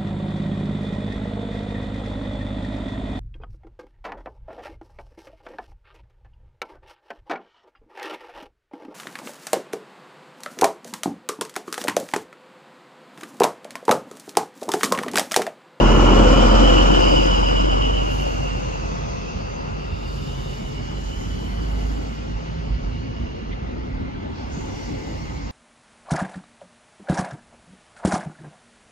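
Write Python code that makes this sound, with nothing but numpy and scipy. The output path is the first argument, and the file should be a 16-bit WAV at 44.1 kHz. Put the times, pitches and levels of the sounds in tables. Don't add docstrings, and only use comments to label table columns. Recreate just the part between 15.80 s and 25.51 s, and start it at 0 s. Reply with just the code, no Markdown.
import sys
import numpy as np
from scipy import signal
from scipy.fft import rfft, irfft, next_fast_len
from scipy.io import wavfile
from scipy.ndimage import uniform_filter1d, minimum_filter1d

SR = 44100
rng = np.random.default_rng(int(sys.argv[2]) if len(sys.argv) > 2 else 0)


def unload_wav(signal):
    wavfile.write(
        sys.argv[1],
        SR,
        np.round(np.clip(np.atleast_2d(signal).T, -1, 1) * 32767).astype(np.int16),
    )


N = 428211

# time in seconds, firings per second.
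FIRING_RATE = [(0, 43.3), (0.7, 44.1), (1.3, 45.4), (1.85, 47.1), (2.56, 49.2), (3.5, 49.4), (4.7, 49.2),
               (6.2, 52.4), (7.35, 56.1), (8, 57.2), (9.7, 56.5)]
# time in seconds, level in dB.
DRONE_LEVEL = [(0, -13), (0.8, -13.5), (1.3, -18), (1.9, -19), (2.5, -26), (3.6, -36), (4.3, -31.5),
               (5.5, -31), (5.8, -25), (6.1, -25), (6.4, -33), (7.2, -29.5), (7.5, -37), (8, -35.0),
               (8.6, -47), (9.7, -33.5)]
# multiple of the firing rate, level in dB against the main note.
EXHAUST_OVERTONES = [(1.5, -19), (2, -18.5), (2.5, -23.5), (3, -22)]
# pitch in Hz, relative level in dB.
ROAR_SPECTRUM = [(35, -31), (62, -10), (100, -16.5), (170, -15), (240, -13), (320, -16), (440, -16.5),
                 (570, -19), (650, -22), (915, -21.5), (1460, -24), (1540, -31.5), (2300, -41.5),
                 (3500, -94)]
AIR_SPECTRUM = [(1000, 0), (2000, 8.5), (2500, 13), (3500, 3.5), (4000, 1.5), (5800, 2), (7200, 0.5),
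                (8100, -11), (8900, -46), (11000, -11.5), (14500, -42), (16000, -41)]
# pitch in Hz, width in Hz, lift in dB.
BODY_RESONANCES = [(220, 37, 2), (310, 26, 6), (508, 31, 3.5), (566, 45, 4), (884, 38, 2.5),
                   (1420, 110, 0.5)]
# multiple of the firing rate, depth in dB.
ROAR_BEATS = [(1, 1.2), (1.5, 2.2)]
INTAKE_BEATS = [(1 / 6, .8), (1 / 2, .7), (1, .35)]
# time in seconds, pitch in Hz, level in dB.
WHINE_PATH = [(0, 2924, -31.5), (0.75, 3000, -34), (0.86, 2960, -27.5), (0.99, 2980, -25),
              (1.05, 2940, -33.5), (1.12, 2986, -28), (1.35, 2905, -29), (1.52, 2980, -30.5),
              (1.58, 2965, -34), (2.12, 2944, -34.5), (2.25, 2910, -38.5), (2.42, 2900, -38.5),
              (2.6, 2790, -42.5), (2.85, 2763, -44.5), (3.2, 2690, -50), (4.15, 2730, -50),
              (4.5, 2900, -48.5), (5.1, 2970, -49.5), (5.65, 3020, -49), (6.1, 2890, -53.5),
              (7.5, 2870, -53.5), (8.3, 2760, -60.5), (9.04, 2810, -56), (9.7, 2780, -60)]
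# multiple of its pitch, width in Hz before blurring, relative level in dB.
WHINE_PARTS = [(0.998, 185, 5.5), (1.68, 510, -18), (2.35, 384, -25)]
# time in seconds, depth in dB before the shares.
WHINE_FLUTTER = [(0, 1.2), (.8, 1.4), (1.1, 2), (2.3, 2), (3, .5), (5.5, .6), (6.5, .9)]
# pitch in Hz, difference in dB.
POWER_CAR_SIDE = [(60, -8), (100, -2), (180, -2.5), (300, 2.5), (510, 7.5), (880, 8.5), (1500, 7.5),
                  (2000, 2.5), (2560, -5), (3600, 4), (4370, 2), (7470, 0.5)]
POWER_CAR_LEFT = [(60, -2), (100, -4.5), (180, 4.5), (300, 3.5), (510, 3.5), (880, 3.5), (1500, -3),
                  (2560, 2), (4370, -1), (7470, 0)]
# time in seconds, side lift in dB around 600 Hz.
POWER_CAR_SPREAD = [(0, -13), (.6, -5.5), (1.2, 3), (2, 7), (3, 4.5), (5, 4.5)]
# pitch in Hz, relative level in dB.
ROLLING_SPECTRUM = [(32, -26), (50, -3), (114, -9.5), (262, -13.5), (340, -22), (410, -23), (600, -29),
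                    (900, -32.5), (1350, -34.5), (1700, -38.5), (2400, -37.5), (3000, -39.5), (4200, -45),
                    (6000, -97)]
# pitch in Hz, width in Hz, lift in dB.
WHEEL_RESONANCES = [(395, 57, 1), (874, 170, 4), (1680, 150, 1), (2025, 180, 4.5), (2210, 130, 2.5)]
# pitch in Hz, difference in dB.
COACHES_SIDE = [(60, -13), (100, -7.5), (180, -5.5), (300, 2.5), (510, 7.5), (880, 6.5), (1500, 5.5),
                (2560, -0.5), (4370, 0), (7470, 18.5)]
COACHES_LEFT = [(60, -5), (100, -6), (180, 3), (300, 1.5), (510, 1), (880, 3), (1500, -1.5), (2560, -0.5),
                (4370, 0), (7470, 2)]
# start in seconds, length in seconds, hiss level in dB, fine sizzle level in dB.
RUBBING_BOUTS = [(2.346, 0.067, -52, -60.5), (4.347, 0.52, -56, -66), (5.287, 0.84, -58, -66),
                 (8.81, 0.66, -55.5, -73.5)]
# pitch in Hz, relative level in dB.
HISS_SPECTRUM = [(2200, -0.5), (3300, 3), (3900, 0.5), (4500, 8), (5000, 6), (5800, 2), (6900, 3.5),
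                 (8200, 9.5), (10000, -64)]
SIZZLE_SPECTRUM = [(5000, -34), (7500, -16), (9000, -16), (11300, 8), (13000, -20), (15500, -5.5)]
# sizzle level in dB, top edge of the hiss in Hz.
HISS_EDGE = [(-94, 6400), (-69.5, 7070)]
# middle in seconds, length in seconds, pitch in Hz, width in Hz,
# level in dB before a gentle treble cut.
STEEL_SCRAPES = [(7.727, 0.024, 2120, 330, -41), (7.731, .03, 3300, 900, -49),
                 (8.59, 0.069, 4760, 1500, -49)]
# start in seconds, end in seconds, pitch in Hz, width in Hz, level in dB.
NARROW_BANDS = [(0.39, 0.91, 4880, 250, -40.5), (1.0, 2.018, 4970, 279.3, -42),
                (1.18, 1.38, 4900, 416.7, -39.5), (2.2, 5.44, 1265, 140, -54.5),
                (1.86, 4.04, 6320, 324.1, -55.5), (2.86, 5.4, 4750, 432, -55.5),
                (2.96, 5.84, 420, 46.54, -52), (4.02, 5.04, 3650, 260, -54.5), (5.1, 5.65, 6760, 800, -59),
                (8.648, 9.9, 313, 110, -45), (5.85, 6.25, 720, 400, -52), (2.3, 3.3, 814, 200, -56),
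                (8.3, 9.94, 884, 118.7, -51), (8.652, 9.9, 2120, 240, -53.5), (8.7, 8.92, 6500, 700, -55),
                (8.9, 9.12, 5700, 1100, -50.5)]
# time in seconds, boom level in dB, boom pitch in Hz, knock level in dB.
JOINT_THUMPS = [(4.145, -29, 50, -34), (4.824, -26, 45.2, -22), (5.24, -27, 45.7, -49),
                (5.344, -21, 46.3, -39), (6.515, -23.5, 48, -35), (6.891, -16, 52, -24.5),
                (7.001, -19.5, 46.7, -40.5), (7.41, -38, 47, -28), (7.66, -23.5, 47.3, -26),
                (8.11, -24.5, 45.5, -31), (8.78, -35, 47, -19), (9.336, -38, 47, -29),
                (9.58, -31, 47, -28.5)]
# start in seconds, end in seconds, middle pitch in Hz, level in dB.
STEADY_HUMS = [(-1, 0.46, 144, -32), (-0.4, 1.1, 222, -28.5), (0.73, 1.7, 319, -33), (2, 3.14, 132, -39),
               (4.2, 5.2, 133, -35.5), (2, 5.4, 149, -41), (2, 12, 231, -47), (2.6, 3.54, 450, -47),
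               (1.62, 2.28, 261, -37), (2, 3.6, 496, -44), (3, 3.46, 679, -46), (3.5, 4.08, 250, -46),
               (5.5, 5.8, 187, -36.5), (6.5, 7.1, 162.8, -37.5), (5.6, 7.6, 380, -53), (6, 7.5, 530, -53.5),
               (7.5, 8.85, 87, -41), (8, 8.4, 262, -39.5)]

FRAME, HOP = 2048, 256
T = np.arange(N) / SR
FRAME_T = np.arange(N // HOP + 3)[:, None] * HOP / SR
HZ = np.fft.rfftfreq(FRAME, 1 / SR)

DRONE_TRIM_DB, DRONE_PAN_DB = -0.36, 1.4
# dB (before, after), change in seconds (from, to)
REEDY_DB, REEDY_S = (0, 3), (1, 1.2)
FADING_DB, FADING_S = 1, (2.2, 4)
SCATTER_DB, BETWEEN_DB = 2.2, -9
FIRINGS_PER_CYCLE, PATH_CHANGE_S = 6, .6
# nearest at s, time to cover their distance in s, steepness, dB when nearest
ROAR_PASS = (0.19, 1.03, 2, -18.5)
AIR_PASS = (0.68, 1.21, 3, -44.5)
SCREEN_DB, SCREEN_S, SCREEN_HZ = -5, (1.08, 2.18), 200
BODY_FADE_S = (1.3, 5.2)
THROB_TOP_HZ, AIR_FLUTTER_DB = 1600, 1
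WHINE_TRIM_DB, WAVER_HZ, GUST_SHARE = 0.9, 22, .55
WHINE_TOP_HZ, BLUR_PER_HZ = 2980, 0.0016
RUMBLE_DB, RAIL_DB, FIRST_END_S, COACH_S = -35, -45, 2.94, 3.02
RAIL_SWELL_DB, RUMBLE_DIP_DB = 1.05, 0.5
# (from s, to s)
DULL_BAND, DULL_UNTIL_S = (279, 75, -6.5), (4.7, 5)
RUB_RISE_DB_PER_S, HISS_FALL_DB_PER_S, SIZZLE_FALL_DB_PER_S = 43, 4.5, 40
SIZZLE_REST_DB = -90
UNEVEN_DB, UNEVEN_HZ = 2.2, 12
BOOM_RISE_S, KNOCK_MIDDLE_HZ, KNOCK_DECAY_S = 0.039, 148.7, 0.01
RIPPLE_DB, STEREO_LAG_MS, TOP_EDGE_HZ = 1.9, 0.392, 15600


def exhaust():
    firing_hz = follow(FIRING_RATE, T)[0]
    level_db = follow(DRONE_LEVEL, T)[0] + DRONE_TRIM_DB
    turn = 2 * np.pi * np.cumsum(firing_hz * (1 + .002 * wander(rate_hz=6))) / SR
    overtone_gain = amp(np.interp(T, REEDY_S, REEDY_DB))
    note = np.sin(turn) * (1 + 0.042 * wander(rate_hz=4.2))
    for multiple, overtone_db in EXHAUST_OVERTONES:
        overtone = np.sin(multiple * turn + 2 * np.pi * rng.random())
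        note += amp(overtone_db) * overtone_gain * (1 + 0.3 * wander(rate_hz=9.0)) * overtone
    fading_db = FADING_DB * ramp(FADING_S, T) * wander(rate_hz=6.1)
    drone = np.sqrt(2) * note * amp(level_db + fading_db) * amp([[-DRONE_PAN_DB], [DRONE_PAN_DB]])
    thicket = cylinders(turn) * amp(passing(ROAR_PASS, T) + screening(T))
    return drone + thicket * amp([[1.5], [-1.5]])


def cylinders(turn):
    size = 8192
    k = np.arange(size // 2 + 1)
    typical_hz = follow(FIRING_RATE, ROAR_PASS[0] + ROAR_PASS[1] / 2)[0]
    hz = k * typical_hz / FIRINGS_PER_CYCLE
    body_db = np.interp(hz, HZ, colour(ROAR_SPECTRUM) + lifts(BODY_RESONANCES))
    body = amp(body_db + BETWEEN_DB * (k % 2)) * (hz > 135) * (hz < 1500)
    apart = np.array([[1], [-1]]) * np.minimum(hz / 450, 1.1)
    lines = body * np.exp(1j * (2 * np.pi * rng.random(len(k)) + apart))
    place = turn / (2 * np.pi * FIRINGS_PER_CYCLE) % 1 * size
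    out = np.zeros((2, N))
    for s in np.arange(0, T[-1] + PATH_CHANGE_S, PATH_CHANGE_S):
        near = np.abs(T - s) < PATH_CHANGE_S
        fade = 1 - np.abs(T[near] - s) / PATH_CHANGE_S
        scatter = amp(SCATTER_DB * rng.standard_normal((2, len(k))))
        cycle = evened(irfft(lines * scatter))
        for side in range(2):
            out[side, near] += fade * np.interp(place[near], np.arange(size), cycle[side], period=size)
    return evened(out)


def power_car():
    body_lift = lifts(BODY_RESONANCES) * (1 - ramp(BODY_FADE_S, FRAME_T))
    roar = within(amp(colour(ROAR_SPECTRUM) + body_lift), (180, 1450))
    air = within(amp(colour(AIR_SPECTRUM)), (3500, 4400))
    screen_db = screening(FRAME_T) * above(SCREEN_HZ)
    roar = roar * amp(passing(ROAR_PASS, FRAME_T) + screen_db)
    air = air * amp(passing(AIR_PASS, FRAME_T))
    side_db = colour(POWER_CAR_SIDE) + follow(POWER_CAR_SPREAD, FRAME_T)[0] * peak(600, 2200)
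    rush = turbulence(np.hypot(roar, air), side_db, colour(POWER_CAR_LEFT), patchy_db=.9)
    low = signal.sosfiltfilt(signal.butter(3, THROB_TOP_HZ, fs=SR, output="sos"), rush)
    fluttering_high = (rush - low) * amp(AIR_FLUTTER_DB * beating(INTAKE_BEATS))
    return fluttering_high + low * evened(amp(beating(ROAR_BEATS)))


def whine():
    hz, db = follow(WHINE_PATH, FRAME_T)
    hz = hz + WAVER_HZ * np.interp(FRAME_T, T, wander(rate_hz=12))
    blur = 1 + BLUR_PER_HZ * np.maximum(WHINE_TOP_HZ - hz, 0)
    shape = sum(amp(level) * peak(k * hz, width * blur) for k, width, level in WHINE_PARTS)
    shape = shape * amp(-6 * peak(1.3 * hz, 545))
    shape = within(shape, (2600, 3250))
    swing = beating(INTAKE_BEATS) + GUST_SHARE * wander(rate_hz=16.0)
    flutter = amp(follow(WHINE_FLUTTER, T)[0] * swing)
    noise = turbulence(shape * amp(db + WHINE_TRIM_DB), side_db=-2.0, left_db=-1.5, patchy_db=1.0)
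    return flutter * noise


def coaches():
    at_end = np.cos(2 * np.pi * (FRAME_T - FIRST_END_S) / COACH_S)
    shape = amp(colour(ROLLING_SPECTRUM) + lifts(WHEEL_RESONANCES))
    high = above(350)
    rumble = (1 - high) * within(shape, (90, 300)) * amp(RUMBLE_DB - RUMBLE_DIP_DB * at_end)
    ringing = high * within(shape, (400, 2400)) * amp(RAIL_DB + RAIL_SWELL_DB * at_end)
    dull_db = lifts([DULL_BAND]) * (1 - ramp(DULL_UNTIL_S, FRAME_T))
    size = (rumble + ringing) * amp(dull_db)
    return turbulence(size, colour(COACHES_SIDE), colour(COACHES_LEFT), patchy_db=1.57)


def bogies():
    hiss_power, sizzle_power = 0, amp(SIZZLE_REST_DB) ** 2
    for start, length, hiss_db, sizzle_db in RUBBING_BOUTS:
        hiss_power = hiss_power + amp(hiss_db + bout(start, length, HISS_FALL_DB_PER_S)) ** 2
        sizzle_power = sizzle_power + amp(sizzle_db + bout(start, length, SIZZLE_FALL_DB_PER_S)) ** 2
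    edge_hz = follow(HISS_EDGE, 10 * np.log10(sizzle_power))[0]
    hiss = amp(colour(HISS_SPECTRUM)) / np.sqrt(1 + (HZ / edge_hz) ** 30)
    hiss = within(hiss, (5200, 7600))
    sizzle = within(amp(colour(SIZZLE_SPECTRUM)), (10000, 12500))
    size = np.sqrt(hiss ** 2 * hiss_power + sizzle ** 2 * sizzle_power)
    out = turbulence(size, side_db=-1.0, left_db=-.5, patchy_db=2.0)
    treble_cut = signal.butter(4, 6500, fs=SR, output="sos")
    for middle, length, hz, width, db in STEEL_SCRAPES:
        scrape = signal.sosfilt(treble_cut, band_noise(hz, width))
        out += amp(db) * scrape * np.exp(-2 * ((T - middle) / length) ** 2)
    return out


def bout(start, length, fall_db_per_s):
    early = np.maximum(start - FRAME_T, 0)
    late = np.maximum(FRAME_T - start - length, 0)
    return -RUB_RISE_DB_PER_S * early - fall_db_per_s * late


def narrow_bands():
    out = np.zeros((2, N))
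    for start, end, hz, width, db in NARROW_BANDS:
        mid, side = band_noise(hz, width)
        side = side * amp(np.interp(hz, HZ, colour(COACHES_SIDE)) - 11.0)
        uneven = evened(amp(UNEVEN_DB * wander(rate_hz=UNEVEN_HZ)))
        out += amp(db) * swell(start, end) * uneven * np.array([mid + side, mid - side])
    return out


def joints():
    out = np.zeros(N)
    t = np.arange(SR // 3) / SR
    for s, boom_db, boom_hz, knock_db in JOINT_THUMPS:
        boom_shape = (t / BOOM_RISE_S * np.exp(1 - t / BOOM_RISE_S)) ** 2
        boom = boom_shape * np.sin(2 * np.pi * boom_hz * t)
        knock_hz = KNOCK_MIDDLE_HZ * (.5 + rng.random())
        knock = np.exp(-t / KNOCK_DECAY_S) * np.sin(2 * np.pi * knock_hz * t)
        part = out[round((s - .008) * SR):][:len(t)]
        part += (amp(boom_db) * boom + amp(knock_db) * knock)[:len(part)]
    return out * amp([[-1.5], [1.3]])


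def hums():
    out = np.zeros((2, N))
    for start, end, hz, db in STEADY_HUMS:
        turn = 2 * np.pi * np.cumsum(hz + 1.24 * wander(rate_hz=4.14)) / SR
        apart = np.array([[1], [-1]]) * min(hz / 450, 1)
        out += amp(db) * swell(start, end) * np.sqrt(2) * np.sin(turn + apart)
    return out


def turbulence(magnitude, side_db, left_db, patchy_db):
    a, b, c, d, patches, paths = rng.standard_normal((6, len(FRAME_T), len(HZ)), dtype=np.float32)
    patches = evened(smoothed(patches, 10, 20))
    ripple = evened(smoothed(paths, 90, 2)) * np.minimum(HZ / 400, 1)
    size = magnitude * evened(amp(patchy_db * patches + RIPPLE_DB * ripple))
    spread = amp(side_db)
    lean = np.tanh(np.log(amp(left_db))) * (1 + spread ** 2) / (2 * spread)
    lean = np.clip(lean, -.95, .95)
    lead = np.clip(0.73 * np.sin(2 * np.pi * HZ * STEREO_LAG_MS / 10 ** 3), -1, 1)
    mid = a + 1j * b
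    off_step = 1j * lead * mid + np.sqrt(1 - lead ** 2) * (c + 1j * d)
    side = spread * (lean * mid + np.sqrt(1 - lean ** 2) * off_step)
    frames = size * np.array([mid + side, mid - side])
    stereo = signal.istft(frames, nperseg=FRAME, noverlap=FRAME - HOP, time_axis=1, freq_axis=2)[1]
    return stereo[:, :N] * np.sqrt(np.sum(np.hanning(FRAME) ** 2) / HOP)


def smoothed(x, frames, bins):
    return uniform_filter1d(uniform_filter1d(x, size=frames, axis=0), size=bins, axis=1)


def band_noise(hz, width):
    size = next_fast_len(N)
    shape = peak(hz, width, np.fft.rfftfreq(size, 1 / SR))
    return evened(irfft(rfft(rng.standard_normal((2, size))) * shape, size)[:, :N])


def passing(source, t):
    nearest_s, reach_s, steepness, db = source
    return db - steepness * 10 * np.log10(1 + ((t - nearest_s) / reach_s) ** 2)


def screening(t):
    return SCREEN_DB * ramp(SCREEN_S, t)


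def crank(multiple):
    return 2 * np.pi * multiple * np.cumsum(follow(FIRING_RATE, T)[0]) / SR


def beating(beats):
    return sum(depth * np.sin(crank(multiple) + 2 * np.pi * rng.random()) for multiple, depth in beats)


def wander(rate_hz):
    count = len(FRAME_T)
    shape = peak(0, rate_hz, np.fft.rfftfreq(count, HOP / SR))
    slow = irfft(rfft(rng.standard_normal(count)) * shape, count)
    return np.interp(T, FRAME_T[:, 0], evened(slow))


def swell(start, end):
    return np.sqrt(np.abs(np.sin(np.pi * np.clip((T - start) / (end - start), 0, 1))))


def ramp(span, t):
    return np.interp(t, span, [0, 1])


def follow(rows, t):
    s, *columns = np.transpose(rows)
    return [np.interp(t, s, c) for c in columns]


def colour(points):
    f, db = np.transpose(points)
    return np.interp(np.log(HZ + 1), np.log(f + 1), db)


def peak(centre, width, hz=HZ):
    return 1 / (1 + (1.54 * (hz - centre) / width) ** 2)


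def above(edge_hz):
    return HZ ** 4 / (HZ ** 4 + edge_hz ** 4)


def lifts(modes):
    return sum(db * peak(hz, width) for hz, width, db in modes)


def within(shape, band):
    inside = (HZ >= band[0]) & (HZ <= band[1])
    return shape / np.sqrt((shape ** 2 * inside).sum(-1, keepdims=True) + 1e-20)


def amp(db):
    return 10 ** (np.asarray(db) / 20)


def evened(x):
    return x / np.sqrt(np.mean(x ** 2) + 1e-20)


def scene():
    train = exhaust() + power_car() + whine() + coaches()
    return train + bogies() + narrow_bands() + joints() + hums()


def record(dry):
    thin = signal.sosfilt(signal.butter(6, 33, "highpass", fs=SR, output="sos"), dry)
    room = np.minimum(.93 / (np.abs(thin).max(0) + 1e-9), 1)
    held = thin * uniform_filter1d(minimum_filter1d(room, size=301), size=301)
    top_cut = signal.firwin(511, TOP_EDGE_HZ, window=("kaiser", 9), fs=SR)
    return signal.oaconvolve(held, top_cut[None], "same")


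dry = scene()
out = record(dry)
unload_wav(out)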